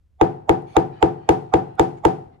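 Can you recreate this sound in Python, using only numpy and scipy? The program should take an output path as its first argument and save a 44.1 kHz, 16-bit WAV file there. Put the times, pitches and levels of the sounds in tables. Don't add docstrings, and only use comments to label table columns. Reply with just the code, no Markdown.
import sys
import numpy as np
from scipy import signal
from scipy.fft import rfft, irfft
from scipy.io import wavfile
from scipy.ndimage import uniform_filter1d, minimum_filter1d

SR = 44100
rng = np.random.default_rng(int(sys.argv[2]) if len(sys.argv) > 2 else 0)


def inscribe(sig):
    pcm = np.round(np.clip(np.atleast_2d(sig).T, -1, 1) * 32767)
    wavfile.write(sys.argv[1], SR, pcm.astype(np.int16))


def ratio(d):
    e = np.asarray(d, float) / 20
    return 10 ** e


N = 105840


def rms_one(x):
    return x / np.sqrt(np.mean(x ** 2) + 1e-20)


def at_hz(points, hz):
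    p = np.array(points)
    return np.interp(np.log(np.maximum(hz, 1)), np.log(p[:, 0]), p[:, 1])


def train(s, gain):
    x = np.zeros(N)
    np.add.at(x, np.clip((np.asarray(s) * SR).astype(int), 0, N - 1), gain)
    return x


def ring(clicks, hz, t60):
    r, w = ratio(-60 / (max(t60, .003) * SR)), 2 * np.pi * hz / SR
    return signal.lfilter([0, np.sin(w)], [1, -2 * r * np.cos(w), r * r], clicks + 1e-18)


def coloured(white, spectrum):
    size = white.shape[-1]
    gain = ratio(at_hz(spectrum, np.arange(size // 2 + 1) * SR / size))
    return rms_one(irfft(rfft(white) * gain, size))


def band(x, low_high_hz):
    return signal.sosfilt(signal.butter(2, low_high_hz, "band", fs=SR, output="sos"), x)


# t/s, peak level/dB, crack level/dB, lead-in level/dB, echo brightness/dB
BLOWS = [
    (0.212, -7.5, -27.5, -23.5, -5),
    (0.493, -8, -24, -18, -4),
    (0.766, -8, -26, -13.5, -3.5),
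    (1.026, -8, -26.5, -15, -4),
    (1.29, -7.5, -25, -26.5, 0),
    (1.538, -8.5, -27, -16, -3.5),
    (1.795, -8.5, -27, -16, 1),
    (2.051, -8, -29.5, -13.5, -0.5),
]
# f/Hz, left level/dB, right level/dB, t60/s, start lag/s
BENCH_MODES = [(112.2, -30.5, -37, 0.33, 0.0301), (143, -37, -50, 0.92, 0.04113),
               (183.5, -33, -36, 0.61, 0.0301), (262.8, -25, -31, 0.24, 0.02),
               (549, -31, -40.5, 0.086, 0.00552), (345.8, -19.5, -28.5, 0.35, .03),
               (425, -17.5, -23.5, 0.33, 0.012), (511.7, -18, -24, 0.17, 0.00418),
               (680, -24, -30, 0.16, 0.004), (756, -16.5, -29.5, 0.21, 0.00726),
               (800, -18, -31, 0.19, 0.0067), (884, -22.5, -36, 0.27, 0.0072),
               (955, -19, -33, 0.17, 0.00348), (1211, -23.5, -32, 0.088, 0.003026)]
RIGHT_SIGN = [1, 1, 1, 1, 1, 1, 1, 1, 1, -1, 1, -1, 1, 1]


def knock():
    spread_db, contact_hz = 1.49, 1660
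    out, (s, db) = np.zeros((2, N)), np.transpose(BLOWS)[:2]
    spread = spread_db * rng.standard_normal((len(s), len(BENCH_MODES)))
    for k, (hz, left_db, right_db, t60, lag) in enumerate(BENCH_MODES):
        clicks = train(s + lag, ratio(db + 5 + spread[:, k]))
        out += ring(clicks, hz, t60) * [[ratio(left_db)], [RIGHT_SIGN[k] * ratio(right_db)]]
    return signal.lfilter(*signal.butter(2, contact_hz, fs=SR), out)


# f/Hz, level/dB, peak after blow t/s, half length/s
SLAP_LEFT = [(832, 1, 0.0024, 0.0014), (468.7, 2, 0.0075, 0.0039), (1170, -15.5, 0.00202, 0.0014),
             (2277, -30.5, 0.004, 0.0037), (3350, -25, 0.000972, 0.00093), (1170, -16, .012, 0.0023),
             (328.7, -6, 0.01529, 0.012), (678, -14, 0.002945, 0.0048), (150.3, -18, 0.02924, 0.011),
             (251, -16.5, 0.0103, 0.0068)]
# f/Hz, level/dB, peak after blow t/s, half length/s
SLAP_RIGHT = [(840, 1, 0.002656, 0.0032), (1202, -8.5, 0.002906, 0.0015), (866, -14.5, 0.014, 0.001),
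              (2008, -28.5, 0.0025, 0.0031), (3380, -28.5, 0.00095, 0.0006),
              (1540, -24.5, 0.003074, 0.0047), (327.8, -8.5, 0.01544, 0.01), (510, -0.5, 0.0048, 0.0016),
              (148.4, -22.5, 0.03004, 0.012), (235, -18, 0.0061, 0.0071), (451, -9, 0.026, 0.0049),
              (150, -20, 0.00957, 0.0068)]
# f/Hz, level/dB, peak after blow t/s, half length/s
PUSH = [(78, -17.5, 0.0132, 0.0074)]


def slap():
    pitch_spread, push_left_db = .025, 4
    out, t = np.zeros((2, N)), np.arange(-500, 3500) / SR
    onset = np.clip(1 + t * 300, 0, 1) ** 2
    for s, db, crack_db, *_ in BLOWS:
        i, stray = int(s * SR), 1 + pitch_spread * rng.standard_normal(8)
        for side, rows in enumerate([SLAP_LEFT + PUSH, SLAP_RIGHT + PUSH]):
            for k, (hz, level_db, at, half) in enumerate(rows):
                level_db = level_db + (crack_db + 30.5 if hz > 1800 else db + 6)
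                if hz < 100 and side == 0:
                    level_db += push_left_db
                pitch = hz * (stray[k % 8] if hz > 500 else 1)
                swell = onset * np.exp(-((t - at) / half) ** 2)
                wavelet = swell * np.cos(2 * np.pi * pitch * (t - at))
                out[side, i - 500:i + 3500] += ratio(level_db) * wavelet
    return out


# t/s, level/dB
BOUNCES = [(0.2182, -15.5), (0.4996, -38), (0.772, -19), (1.03, -21), (1.2961, -22.5), (1.5433, -15),
           (1.8005, -23), (2.0559, -22)]
BOUNCE_HZ = [2470, 1460]


def bounce():
    soft_hz, t60, right_db = 4000, 0.0038, -7.5
    s, db = np.transpose(BOUNCES)
    touch = signal.lfilter(*signal.butter(2, soft_hz, fs=SR), train(s, ratio(db)))
    return sum(ring(touch, hz, t60) for hz in BOUNCE_HZ) * ratio(np.array([[0], [right_db]]))


# f/Hz, level/dB per Hz
CRACK = [(760, -38), (1300, -1.5), (2600, -8.5), (4650, -27), (6820, -17.5), (8300, -30.5), (11000, -30),
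         (16500, -43)]
# f/Hz, width/Hz, level/dB
LEAD = [(770, 60, 0.1), (1200, 120, -10), (2200, 200, -24), (3300, 250, -32), (5200, 350, -42),
        (6500, 350, -43), (7500, 300, -43)]


def crack():
    t60, rise_s, lag_s = 0.009, .0008, 0.00025
    level_db, pan_db, own_share = -2.5, 1, 0.51
    lead_s, lead_left_db, lead_stray = 0.023, -12, .06
    out, t = np.zeros((2, N + 4096)), np.arange(2048) / SR
    lag = int(lag_s * SR)
    snap_shape = ratio(-60 * t / t60) * (1 - np.exp(-(t / rise_s) ** 2))
    for s, _, crack_db, lead_db, bright_db in BLOWS:
        white, i = rng.standard_normal((4, 2048)), int(s * SR)
        spectrum = [(hz, db + bright_db * (hz > 4000)) for hz, db in CRACK]
        snap = coloured(white[0] + own_share * white[1:3], spectrum) * snap_shape
        snap = rms_one(snap) * ratio(crack_db + level_db)
        out[0, i + lag:i + lag + 2048] += snap[0] * ratio(pan_db)
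        out[1, i:i + 2048] += snap[1] * ratio(-pan_db)
        for (hz, width_hz, db), (stray, swing) in zip(LEAD, rng.standard_normal((len(LEAD), 2))):
            if hz > 1000:
                hz, db = hz * (1 + lead_stray * stray), db + 3 * swing
            lead = rms_one(ring(ring(white[3], hz, 1.1 / width_hz), hz, 1.1 / width_hz))
            lead = lead * ratio(db + lead_db - 40 * t[::-1] / lead_s)
            out[:, i - 2048:i] += lead * [[ratio(lead_left_db if hz < 3000 else 0)], [1]]
    return out[:, :N]


# f/Hz, level/dB per Hz
ECHO = [(47, -45), (80, -20), (108, 5), (212, -2), (348, -1.5), (610, -7), (774, -2.5), (1070, -22.5),
        (14000, -71)]
# f/Hz, width/Hz, level/dB
ECHO_BODY = [(366, 29, 3.5), (434, 23, 2.5), (767, 20.4, 3), (616, 71, -6), (227, 82, -3), (145, 91, -0.5),
             (1120, 520, 4)]
# f/Hz, t60/s
ECHO_T60 = [(60, 0.4), (150, 0.5), (400, 0.36), (800, 0.28), (2000, 0.24), (5000, 0.18), (12000, 0.19)]
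# f/Hz, correlation [-1 to 1]
LIKENESS = [(60, 0.89), (180, 1), (550, -0.6), (1650, -0.038), (4970, 0.12), (15000, -0.08)]
# f/Hz, left minus right level/dB
ECHO_LEFT = [(100, 5), (300, 1.5), (500, -0.5), (800, 4.5), (1500, 1.5), (4000, 3), (9000, 2.5),
             (14000, -5.5)]


def echo():
    level_db, new_share, top_hz = -25.5, 0.26, 12600
    late_db, late_tilt_db, late_longer = -6, 5.5, 2.75
    low_rise_s, rise_s, high_rise_s = 0.031, 0.0019, 0.0035
    size = 32768
    out = np.zeros((2, N + size))
    t, hz = np.arange(size) / SR, np.arange(size // 2 + 1) * SR / size
    colour = at_hz(ECHO, hz) + sum(db * np.exp(-((hz - c) / w) ** 2) for c, w, db in ECHO_BODY)
    colour = ratio(colour) / (1 + (hz / top_hz) ** 40)
    alike = np.clip(at_hz(LIKENESS, hz), -.98, .98)
    balance = ratio(at_hz(ECHO_LEFT, hz) / 2 * [[1], [-1]])

    centres = np.geomspace(40, 16000, 14)
    place = np.interp(np.log(hz + 1), np.log(centres), np.arange(14))
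    fast = -60 * (t - .1) / at_hz(ECHO_T60, centres)[:, None]
    late = late_db + late_tilt_db * np.log2(centres / 1000)[:, None] + fast / late_longer
    rise = np.where(centres > 5000, high_rise_s, np.where(centres < 500, low_rise_s, rise_s))
    dying = (ratio(fast) + ratio(late)) * (1 - np.exp(-(t / rise[:, None]) ** 2))

    same = rng.standard_normal((2, size))
    for s, db, *_, bright_db in BLOWS:
        mid, side = rfft(same + new_share * rng.standard_normal((2, size))) * colour
        pair = np.sqrt(1 + alike) * mid + np.sqrt(1 - alike) * side * [[1], [-1]]
        pair = pair * balance
        norm = np.sqrt(np.mean(irfft(pair, size) ** 2))
        tail = np.zeros((2, size))
        for k, centre in enumerate(centres):
            part = irfft(pair * np.maximum(1 - abs(place - k), 0), size)
            bright = ratio(bright_db * np.clip(np.log2(centre / 1500) / 2, 0, 1))
            tail += part * dying[k] * bright
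        i = int(s * SR)
        out[:, i:i + size] += tail / norm * ratio(db + level_db)
    return out[:, :N]


# start t/s, length/s, level/dB
RATTLES = [(0.653, 0.16, -67.5), (0.903, 0.14, -72.5), (1.385, 0.22, -85), (1.964, 0.032, -73),
           (2.307, 0.071, -84), (1.154, 0.16, -79), (1.648, 0.14, -81)]
TOOLS_HZ = [
    [2300, 8600, 3400, 4400, 10300, 6400, 11100],
    [1700, 3000, 3900, 4500, 2400, 1900, 1300],
    [4400, 3200, 4200, 2500, 3600, 2000, 1500],
    [6700, 8000, 6500, 6900, 6600, 2200, 1600],
    [2000, 2900, 3600, 4200, 1900, 2100, 1200],
    [1600, 2900, 3100, 4400, 1900, 2400, 1200],
    [1500, 2500, 3300, 4100, 1900, 2800, 1200],
]
# t/s, peak level/dB
TICKS = [(.622, -55), (1.7545, -53), (2.9, -50), (1.685, -63.5)]
TICK_BAND_HZ = [3800, 10500]


def rattles():
    touches_per_s, tool_t60, tilt_db = 600, .03, -7.5
    rustle_db, rustle_hz = 5.5, 1500
    out, t = np.zeros((2, N)), np.arange(N) / SR
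    cloth = rms_one(band(rng.standard_normal((2, N)), [rustle_hz / 2, rustle_hz * 2]))
    for (s, length, db), tones in zip(RATTLES, TOOLS_HZ):
        on = np.clip(1 - (2 * (t - s) / length - 1) ** 2, 0, 1)
        out += ratio(db + rustle_db) * on * cloth
        for hz in tones:
            touches = rng.random((2, N)) < touches_per_s / SR
            clicks = touches * rng.standard_normal((2, N)) * on
            out += ratio(db + tilt_db * np.log2(hz / 4000)) * ring(clicks, hz, tool_t60)
    s, db = np.transpose(TICKS)
    burst = rng.standard_normal(90) * np.exp(-np.arange(90) / 25)
    ticks = np.convolve(train(s, ratio(db)), burst)[:N]
    return out + band(ticks, TICK_BAND_HZ)


# f/Hz, level/dB per Hz
HUM = [(15, -54.5), (25, -18), (54, -10.5), (75, -4.5), (142, -27.5), (501, -42), (833, -49), (1460, -52),
       (15000, -65.5)]


def hum():
    hum_db, line_db, line_hz = -61, -80, 68
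    white = rng.standard_normal((4, N))
    line = rms_one(ring(white[3], line_hz, .4))
    rumble = coloured(white[0] + 0.49 * white[1:3], HUM)
    return ratio(hum_db) * rumble + ratio(line_db) * line


def scene():
    return knock() + slap() + bounce() + crack() + echo() + rattles() + hum()


def held_db(over, back_db_per_s):
    ramp = back_db_per_s * np.arange(N) / SR
    return np.maximum.accumulate(over + ramp, axis=-1) - ramp


def band_limit(x):
    return signal.sosfilt(signal.butter(12, 16640, fs=SR, output="sos"), x)


def record(dry):
    mic_top_hz, cutoff_hz = 13800, 16600
    duck_from_db, duck_share, duck_back_db_per_s = -51, 0.065, 72
    ceiling, release_db_per_s, look_s = .92, 400, .002
    dry = signal.sosfilt(signal.butter(3, mic_top_hz, fs=SR, output="sos"), dry)

    loud = 10 * np.log10(uniform_filter1d(np.mean(dry ** 2, axis=0), size=441) + 1e-12)
    duck = held_db(duck_share * np.maximum(loud - duck_from_db, 0), duck_back_db_per_s)
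    dry = dry * ratio(2.5 - duck)

    over = np.maximum(20 * np.log10(np.abs(dry) / ceiling + 1e-9), 0)
    held = held_db(over, release_db_per_s)
    look = int(look_s * SR) | 1
    cut = uniform_filter1d(-minimum_filter1d(-held, 2 * look + 1, axis=1), look, axis=1)
    limited = dry * ratio(-cut)
    mix = signal.sosfilt(signal.cheby2(10, 50, cutoff_hz, fs=SR, output="sos"), limited)
    return band_limit(mix)


dry = scene()
out = record(dry)
inscribe(out)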